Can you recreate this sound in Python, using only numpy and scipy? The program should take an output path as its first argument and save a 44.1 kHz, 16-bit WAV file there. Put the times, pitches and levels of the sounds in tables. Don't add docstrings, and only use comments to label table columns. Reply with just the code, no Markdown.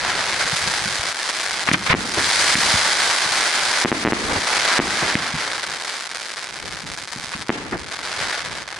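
import sys
import numpy as np
from scipy import signal
from scipy.fft import rfft, irfft, next_fast_len
from scipy.io import wavfile
from scipy.ndimage import uniform_filter1d, minimum_filter1d

SR = 44100
rng = np.random.default_rng(int(sys.argv[2]) if len(sys.argv) > 2 else 0)


def generate_wav(sig):
    pcm = np.round(np.clip(np.atleast_2d(sig).T, -1, 1) * 32767).astype(np.int16)
    wavfile.write(sys.argv[1], SR, pcm)


def convert_level_to_amplitude(level_db):
    exponent = np.asarray(level_db, float) / 20
    return 10 ** exponent


N = 387638

# t/s, level over the limiter ceiling/dB, ground echo delay/ms, ground echo level/dB
SHELLS = [
    (1.9407, 17, 8.6, -7),
    (3.8485, 20, 8.7, -4),
    (3.9174, 18, 9.1, -5),
    (4.0505, 17, 9.0, -6),
    (4.0687, 7, 9.0, -9),
    (4.0756, 17, 10.1, -8),
    (4.123, 18, 9.5, -5),
    (4.7917, 19, 8.6, -3),
    (7.4937, 15, 9.1, -5),
]
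# t/s of the crest, peak level/dB, f/Hz
FAR_THUDS = [(.532, -23, 160), (.615, -30, 150), (0.641, -25, 150), (0.673, -25, 150), (.702, -37, 120),
             (0.821, -27, 140), (0.859, -23, 159), (0.999, -27, 92), (1.904, -12.5, 148), (1.933, -11, 130),
             (2.743, -15, 156), (3.261, -32, 140), (5.343, -19, 165), (6.839, -28, 200),
             (7.163, -26.5, 206), (7.241, -32, 200), (7.353, -24.5, 180), (7.394, -30, 198),
             (7.53, -20, 280), (7.557, -28, 280), (7.615, -29, 250), (7.647, -33, 250), (3.949, -23, 280),
             (3.975, -25, 280), (4.159, -27, 280), (4.278, -27, 250), (4.85, -32, 280)]
# t/s, level/dB, treble against the usual/dB, share falling near the microphone [0-1]
SHOWERS = [(0.0, -25, -11.5, 0), (0.35, -25, -7, 0.4), (0.6, -27, -3, 0.7), (1.15, -30.5, -3, 0.95),
           (1.66, -29.5, -4.5, 0.6), (1.98, -30, -0.5, 0), (2.48, -18, -1, 0), (2.76, -19, -3.5, 0.2),
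           (3.2, -23.5, -3.5, 0.6), (3.84, -24.5, -5, 0.1), (4.2, -26.5, -1.5, 0.2), (4.8, -20, -11, 0),
           (5.3, -28, -10, 0.8), (6.1, -34, -2, 1), (7.0, -35, -1, 1), (7.72, -40.5, -6.5, 1),
           (8.25, -27, -9, 0.55), (8.79, -37.5, -9, 1)]
FLIPPED = 0.11


def read(points, hz):
    f, value = np.transpose(points)
    return np.interp(np.log(hz + 1), np.log(f + 1), value)


def curve(rows, order):
    rows = np.array(rows)
    return np.interp(np.arange(N) / SR, rows[:, 0], rows[:, order])


def evened(x):
    return x / np.sqrt(np.mean(x ** 2) + 1e-20)


def add(mix, s, sound):
    part = mix[..., round(s * SR):][..., :sound.shape[-1]]
    part += sound[..., :part.shape[-1]]


def passed(x, hz, kind="low", order=2):
    return signal.sosfilt(signal.butter(order, hz, kind, fs=SR, output="sos"), x)


def coloured(x, points):
    size = next_fast_len(N + SR // 10)
    gain = convert_level_to_amplitude(read(points, np.fft.rfftfreq(size, 1 / SR)))
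    return irfft(rfft(x, size) * gain, size)[..., :N]


def causal(points):
    hz = np.abs(np.fft.fftfreq(4096, 1 / SR))
    log_gain = np.log(convert_level_to_amplitude(read(points, hz)))
    click = np.fft.ifft(np.exp(np.conj(signal.hilbert(log_gain)))).real[:1024]
    return click / click.max()


def shock(spike_ms, ring_hz, ring_db, heave_db, turns=0.45):
    ms = np.arange(1400) / SR * 1000
    crest_ms = .4
    half_ms = np.where(ms < crest_ms, .6 * spike_ms, spike_ms)
    spike = np.exp(-((ms - crest_ms) / half_ms) ** 2)
    cycle = np.maximum(ms - crest_ms - spike_ms, 0) * ring_hz / 1000
    ring = np.sin(2 * np.pi * cycle) * np.exp(-((cycle - .35) / turns) ** 2)
    heave = np.sin(2 * np.pi * 90 * ms / 1000) * np.exp(-ms / 6)
    heave = heave * (1 - np.exp(-(ms / 1.5) ** 2))
    return spike - convert_level_to_amplitude(ring_db) * ring - convert_level_to_amplitude(heave_db) * heave


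def scatter(seconds, t60, hz, rise_s, unlike=1.0, lumpy_db=4):
    t = np.arange(round(seconds * SR)) / SR
    middle, side, lumps = rng.standard_normal((3, len(t)))
    lumps_db = lumpy_db * evened(passed(lumps, 46.0))
    shape = convert_level_to_amplitude(lumps_db - 60 * t / t60) * (1 - np.exp(-t / rise_s))
    short_waves = passed(passed(side, 1160, "high"), 10400, order=1)
    side = unlike * short_waves + 0.049 * side
    tail = passed(np.array([middle + side, middle - side]), hz) * shape
    return tail / np.linalg.norm(tail[0])


def smeared(sound, tail):
    return signal.fftconvolve(sound, tail, axes=1)


def flared(order, change):
    # t/s, level
    # change/dB, half length/s, treble change/dB
    flares = [(0.572, 1.5, 0.012, 7), (1.044, -2, 0.0054, -7), (1.136, -14, 0.008, -1),
              (1.735, 8.5, 0.0077, 14), (1.797, -1, 0.063, -4.5), (1.91, 8.5, 0.023, -19),
              (2.585, -6, 0.03, 4), (3.878, 3.5, 0.028, -2), (3.973, -1, 0.12, 3.5), (4.907, 3, 0.11, 5),
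              (5.03, 2, 0.074, 1.5), (6.088, -6.5, 0.015, -2), (6.139, -9, .004, -5.5),
              (6.333, -1.5, 0.074, 2), (6.608, -1.5, 0.41, -4.5), (4.432, -2.5, .05, 0),
              (7.456, -7, 0.0149, -5), (2.194, 0, 0.034, -2), (6.852, -5, 0.0085, -4),
              (7.066, -3.5, 0.0048, -2), (7.168, -4, 0.005, -1), (7.32, 5, 0.0057, -4),
              (8.437, -7, 0.0046, -2), (8.662, -3.5, .012, -3), (0.45, -5, 0.0066, -2),
              (8.502, -3.5, .015, -3), (8.647, -4, .015, 0), (8.737, -12, 0.006, -11),
              (8.79, 6, 0.0059, -5)]
    t = np.arange(0, N / SR, .001)
    bumps = sum(row[change] * np.exp(-((t - row[0]) / row[2]) ** 2) for row in flares)
    return curve(SHOWERS, order) + np.interp(np.arange(N) / SR, t, bumps)


def crackle_db():
    return flared(1, 1)


def rumble():
    # f/Hz, level/dB per Hz
    low_band = [(12, -56), (20, -20), (65, -2.5), (197, -4), (245, -12.5), (280, -5.5), (500, -8.5),
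                (650, -18), (1100, -120)]
    # t/s, level/dB, half length/s
    gusts = [
        (0.0, -39.5, 0.29),
        (0.613, -36, 0.16),
        (1.504, -45, 0.036),
        (2.35, -38, 0.5),
        (5.6, -46.5, 0.17),
        (6.68, -42, 0.18),
        (7.194, -45, 0.24),
        (7.95, -44, 0.33),
        (8.494, -43, .25),
    ]
    star_roll_db = -23.5
    a, b, lumps = rng.standard_normal((3, N))
    roll = coloured(np.array([a + 1.04 * b, a - 0.5 * b]), low_band)
    roll = roll * convert_level_to_amplitude(3.2 * evened(passed(lumps, 5.7)))
    t = np.arange(0, N / SR, .001)
    power = sum(convert_level_to_amplitude(db) ** 2 * np.exp(-((t - s) / half) ** 2) for s, db, half in gusts)
    for rows, roll_db, t60 in (SHELLS, -47, 1.4), (FAR_THUDS, -15, 0.62):
        for s, db, *_ in rows:
            since = np.maximum(t - s, 0)
            power += convert_level_to_amplitude(db + roll_db - 60 * since / t60) ** 2 * (1 - np.exp(-since / .018))
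    power = np.interp(np.arange(N) / SR, t, power)
    power = power + convert_level_to_amplitude(curve(SHOWERS, order=1) + star_roll_db) ** 2
    return np.sqrt(power) * evened(roll)


def thuds():
    out = np.zeros((2, N))
    t = np.arange(-600, 900)[None] / SR
    for s, peak_db, hz in FAR_THUDS:
        thud = convert_level_to_amplitude(peak_db) * np.cos(2 * np.pi * hz * t) * np.exp(-(t * hz / 0.52) ** 2)
        start = s + t[0, 0]
        add(out, start, thud)
        add(out, start, convert_level_to_amplitude(-14) * smeared(thud, scatter(.08, .1, 900, .003)))
    return out


def cracks():
    out = np.zeros((2, N))
    # t/s, peak level/dB, length/s
    volley = [(1.673, -14, .02), (1.6785, -8, .012), (1.687, -3, .016), (1.707, -13, .035),
              (1.7138, -5, .015), (1.733, -6, .035), (1.7385, -7, .035), (1.742, -2, .022),
              (1.862, -13, .035), (1.871, -14, .025), (1.896, -9, .035), (1.903, -10, .045),
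              (1.917, -11, .04), (1.9235, -4, .035), (1.9265, -3, .025), (7.335, -19, .05)]
    for s, peak_db, length in volley:
        crack = passed(scatter(.05, 1.6 * length, 2400, .001, lumpy_db=0), 1100, "high")
        crack = passed(crack, 2700)
        add(out, s, convert_level_to_amplitude(peak_db + 3.5) * crack / np.abs(crack).max())
    return out


def lifts():
    out = np.zeros((2, N))
    # t/s, level over the limiter ceiling/dB, shove level/dB, roll level/dB
    charges = [
        (1.6879, 2, -17, -11),
        (1.7147, 9.5, -10, -24),
        (1.7356, -2, -3, -25),
        (1.7422, 6, -15, -19),
        (2.5544, 13, -18, -18),
        (5.1538, 7.5, -10.5, -24.5),
    ]
    for s, over_db, shove_db, roll_db in charges:
        shove = convert_level_to_amplitude(over_db + shove_db) * shock(.6, 200, -1, -13)[None]
        spit = convert_level_to_amplitude(over_db - 1.5) * shock(.08, 1900, -3, -40, turns=1.1)[None]
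        add(out, s + 0.000067, shove)
        add(out, s - .0004, spit)
        add(out, s + 0.0088, convert_level_to_amplitude(roll_db) * smeared(shove, scatter(0.23, 0.42, 1600, 0.0019)))
    return out


def near_stars():
    # t/s, peak level/dB
    loudest_pops = [(.4084, -7), (.463, -7), (.497, -8), (.5599, -5), (.5691, -6), (.5774, -5), (.6755, -7),
                    (.7379, -6), (.7852, -7), (.8228, -7), (.8491, -6), (.8578, -6), (.9663, -7),
                    (1.0678, -8), (1.1268, -8), (1.1455, -9), (1.2313, -9), (1.3084, -8), (1.3829, -8),
                    (1.4327, -6), (1.496, -9), (1.5885, -8),
                    (5.5329, -9), (5.7267, -9), (5.8513, -9), (6.0091, -9), (6.0686, -13), (6.1579, -11),
                 (6.2298, -13), (6.3175, -11), (6.6009, -12), (6.7167, -13), (6.7903, -13), (6.8674, -12),
                 (6.9372, -12), (6.9874, -11), (7.0753, -12), (7.1725, -15), (7.284, -12), (7.3413, -12),
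                 (7.4051, -14), (7.4297, -15), (7.472, -20), (7.5926, -17), (7.6672, -14), (7.8028, -18),
                 (7.9139, -15), (8.4607, -12), (8.5321, -14), (8.6798, -13), (8.7175, -13), (8.7471, -17)]
    per_s, over_crackle_db, spread_db = 49, 23.5, 0
    place, size, flip = rng.random((round(per_s * N / SR), 3)).T
    at = (place * (N - 1)).astype(int)
    patter = convert_level_to_amplitude(crackle_db()[at] + over_crackle_db + spread_db * (2 * size + 2))
    patter = patter * np.clip(curve(SHOWERS, order=3)[at], 0, 1) * np.sign(flip - FLIPPED)
    s, peak_db = np.transpose(loudest_pops)
    return np.append(at, (s * SR).astype(int)), np.append(patter, convert_level_to_amplitude(peak_db + 4))


def stars(count=9):
    # f/Hz, level/dB per Hz
    pop_spectrum = [(100, -34), (200, -17.5), (400, -9.5), (760, -3.5), (1300, -1.5), (1650, 1.5),
                    (2200, 0.5), (2750, -5), (3500, -2.5), (4750, -1.5), (6000, -5.5), (7200, -9),
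                    (9000, -10), (10800, -13.5)]
    pop = causal(pop_spectrum)
    most = 9000
    clumps_db = 1.1 * evened(passed(rng.standard_normal(N), 45))
    level_db = crackle_db() + 2.5 + clumps_db
    per_s = np.clip(300 * convert_level_to_amplitude(1.3 * (level_db + 35.0)), 50, most)

    place, keep, size, side = rng.random((round(most * N / SR), 4)).T
    at = (place * N).astype(int)
    flip = np.sign(rng.random(len(at)) - FLIPPED)
    size = convert_level_to_amplitude(-3.5 * np.log(1 - .95 * size)) * (keep < per_s[at] / most)
    trains = np.zeros((count, N))
    np.add.at(trains, ((side * count).astype(int), at), size * flip)
    usual = np.sqrt(per_s / SR * np.mean(size[size > 0] ** 2))
    trains *= convert_level_to_amplitude(level_db + 3.5) / usual / np.linalg.norm(pop)
    at, size = near_stars()
    trains[rng.integers(0, count, len(at)), np.maximum(at - pop.argmax(), 0)] += size

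    size = next_fast_len(N + SR // 2)
    side = np.linspace(-1, 1, count)[:, None]
    hz = np.fft.rfftfreq(size, 1 / SR)
    lag = np.exp(2j * np.pi * hz * side * 15e-6)
    shade = convert_level_to_amplitude(9.3 * side * hz / (hz + 3000))
    ground = convert_level_to_amplitude(-19) * np.exp(-2j * np.pi * hz * (.009 + 0.00097 * side)) / (1 + 1j * hz / 4000)
    tails = []
    for _ in side:
        field = convert_level_to_amplitude(-11) * scatter(.25, 0.4, 11000, 0.0012, .5)
        close = convert_level_to_amplitude(-14.5) * scatter(.25, 0.0082, 9000, .0003, 1.0)
        tails.append(field + close)
    tails = np.array(tails)
    ports = np.array([lag / shade, shade / lag]) * (1 + ground) + rfft(tails.swapaxes(0, 1), size)
    heard = (ports * rfft(trains, size)).sum(1) * rfft(pop, size)
    lead = np.exp(.45j)
    pops = irfft(heard * lead, size)[:, :N]
    treble = passed(pops, 1840, "high", order=1)
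    return pops + (convert_level_to_amplitude(flared(2, 3)) - 1) * treble


def bursts():
    out = np.zeros((2, N))
    wall_return = [-23.5, -32, -43, -24, -24, -24, -24.5, -27, -24]
    for (s, over_db, ground_ms, ground_db), wall_db in zip(SHELLS, wall_return):
        front = shock(.17, 235, -8.5, -24) + .12 * shock(.1, 1800, 0, -40, turns=1.6)
        wave = convert_level_to_amplitude(over_db + 3.5) * front[None]
        s -= .0004
        add(out, s, wave)

        bounce = passed(passed(wave * [[1], [.95]], 3500, order=1), 220, "high", order=1)
        add(out, s + ground_ms / 1000 - .0001, convert_level_to_amplitude(ground_db + 1.2) * bounce)

        thinned = wave - 0.28 * passed(wave, 680)
        roll = smeared(thinned, scatter(0.49, 0.8, 3050, 0.0011, lumpy_db=2.5))
        add(out, s + .012, convert_level_to_amplitude(-22) * roll)

        hiss = passed(scatter(0.48, 0.75, 4800, 0.0013, 1.0, lumpy_db=4.0), 1300, "high")
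        add(out, s + 0.0089, convert_level_to_amplitude(over_db - 4.5) * hiss)

        slap = passed(wave, 960, "high", order=1) + 0.33 * wave + 0.43 * passed(wave, 206)
        wall = smeared(slap, scatter(0.053, 0.11, 1160, 0.02, lumpy_db=0.0))
        add(out, s + .227, convert_level_to_amplitude(wall_db - 3.0) * wall)
    return out


def scene():
    return rumble() + thuds() + cracks() + lifts() + stars() + bursts()


def roll_off(x):
    return signal.sosfilt(signal.butter(12, 15700, fs=SR, output="sos"), x)


def record(dry):
    # f/Hz, level/dB
    kept_band = [(100, 0), (10900, 0), (11400, -60), (22000, -60)]
    # f/Hz, level/dB
    treble_sliver = [(11300, -78), (11500, -37), (12700, -53), (13200, -15.5), (14900, -22), (15400, -60)]
    over_db = np.maximum(20 * np.log10(np.abs(dry).max(0) + 1e-9) + 1.5, 0)
    ahead = -minimum_filter1d(-over_db, 300, origin=-149)
    t = np.arange(N) / SR
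    quick = np.maximum.accumulate(ahead + 500 * t) - 500 * t
    slow = np.maximum.accumulate(0.46 * ahead + 35 * t) - 35 * t
    ducking_db = uniform_filter1d(np.maximum(quick, slow), 40, origin=19)
    ducked = dry / convert_level_to_amplitude(ducking_db)
    top = signal.stft(coloured(ducked + 0.8 * ducked.mean(0), treble_sliver), nperseg=512)[2]
    patches = evened(uniform_filter1d(rng.standard_normal(top.shape[1:]), 3, 1)) > .2
    flicker = signal.istft(top * patches, nperseg=512)[1][:, :N]
    mix = np.clip(coloured(ducked, kept_band) + flicker, -.96, .96)
    return roll_off(mix)


dry = scene()
out = record(dry)
generate_wav(out)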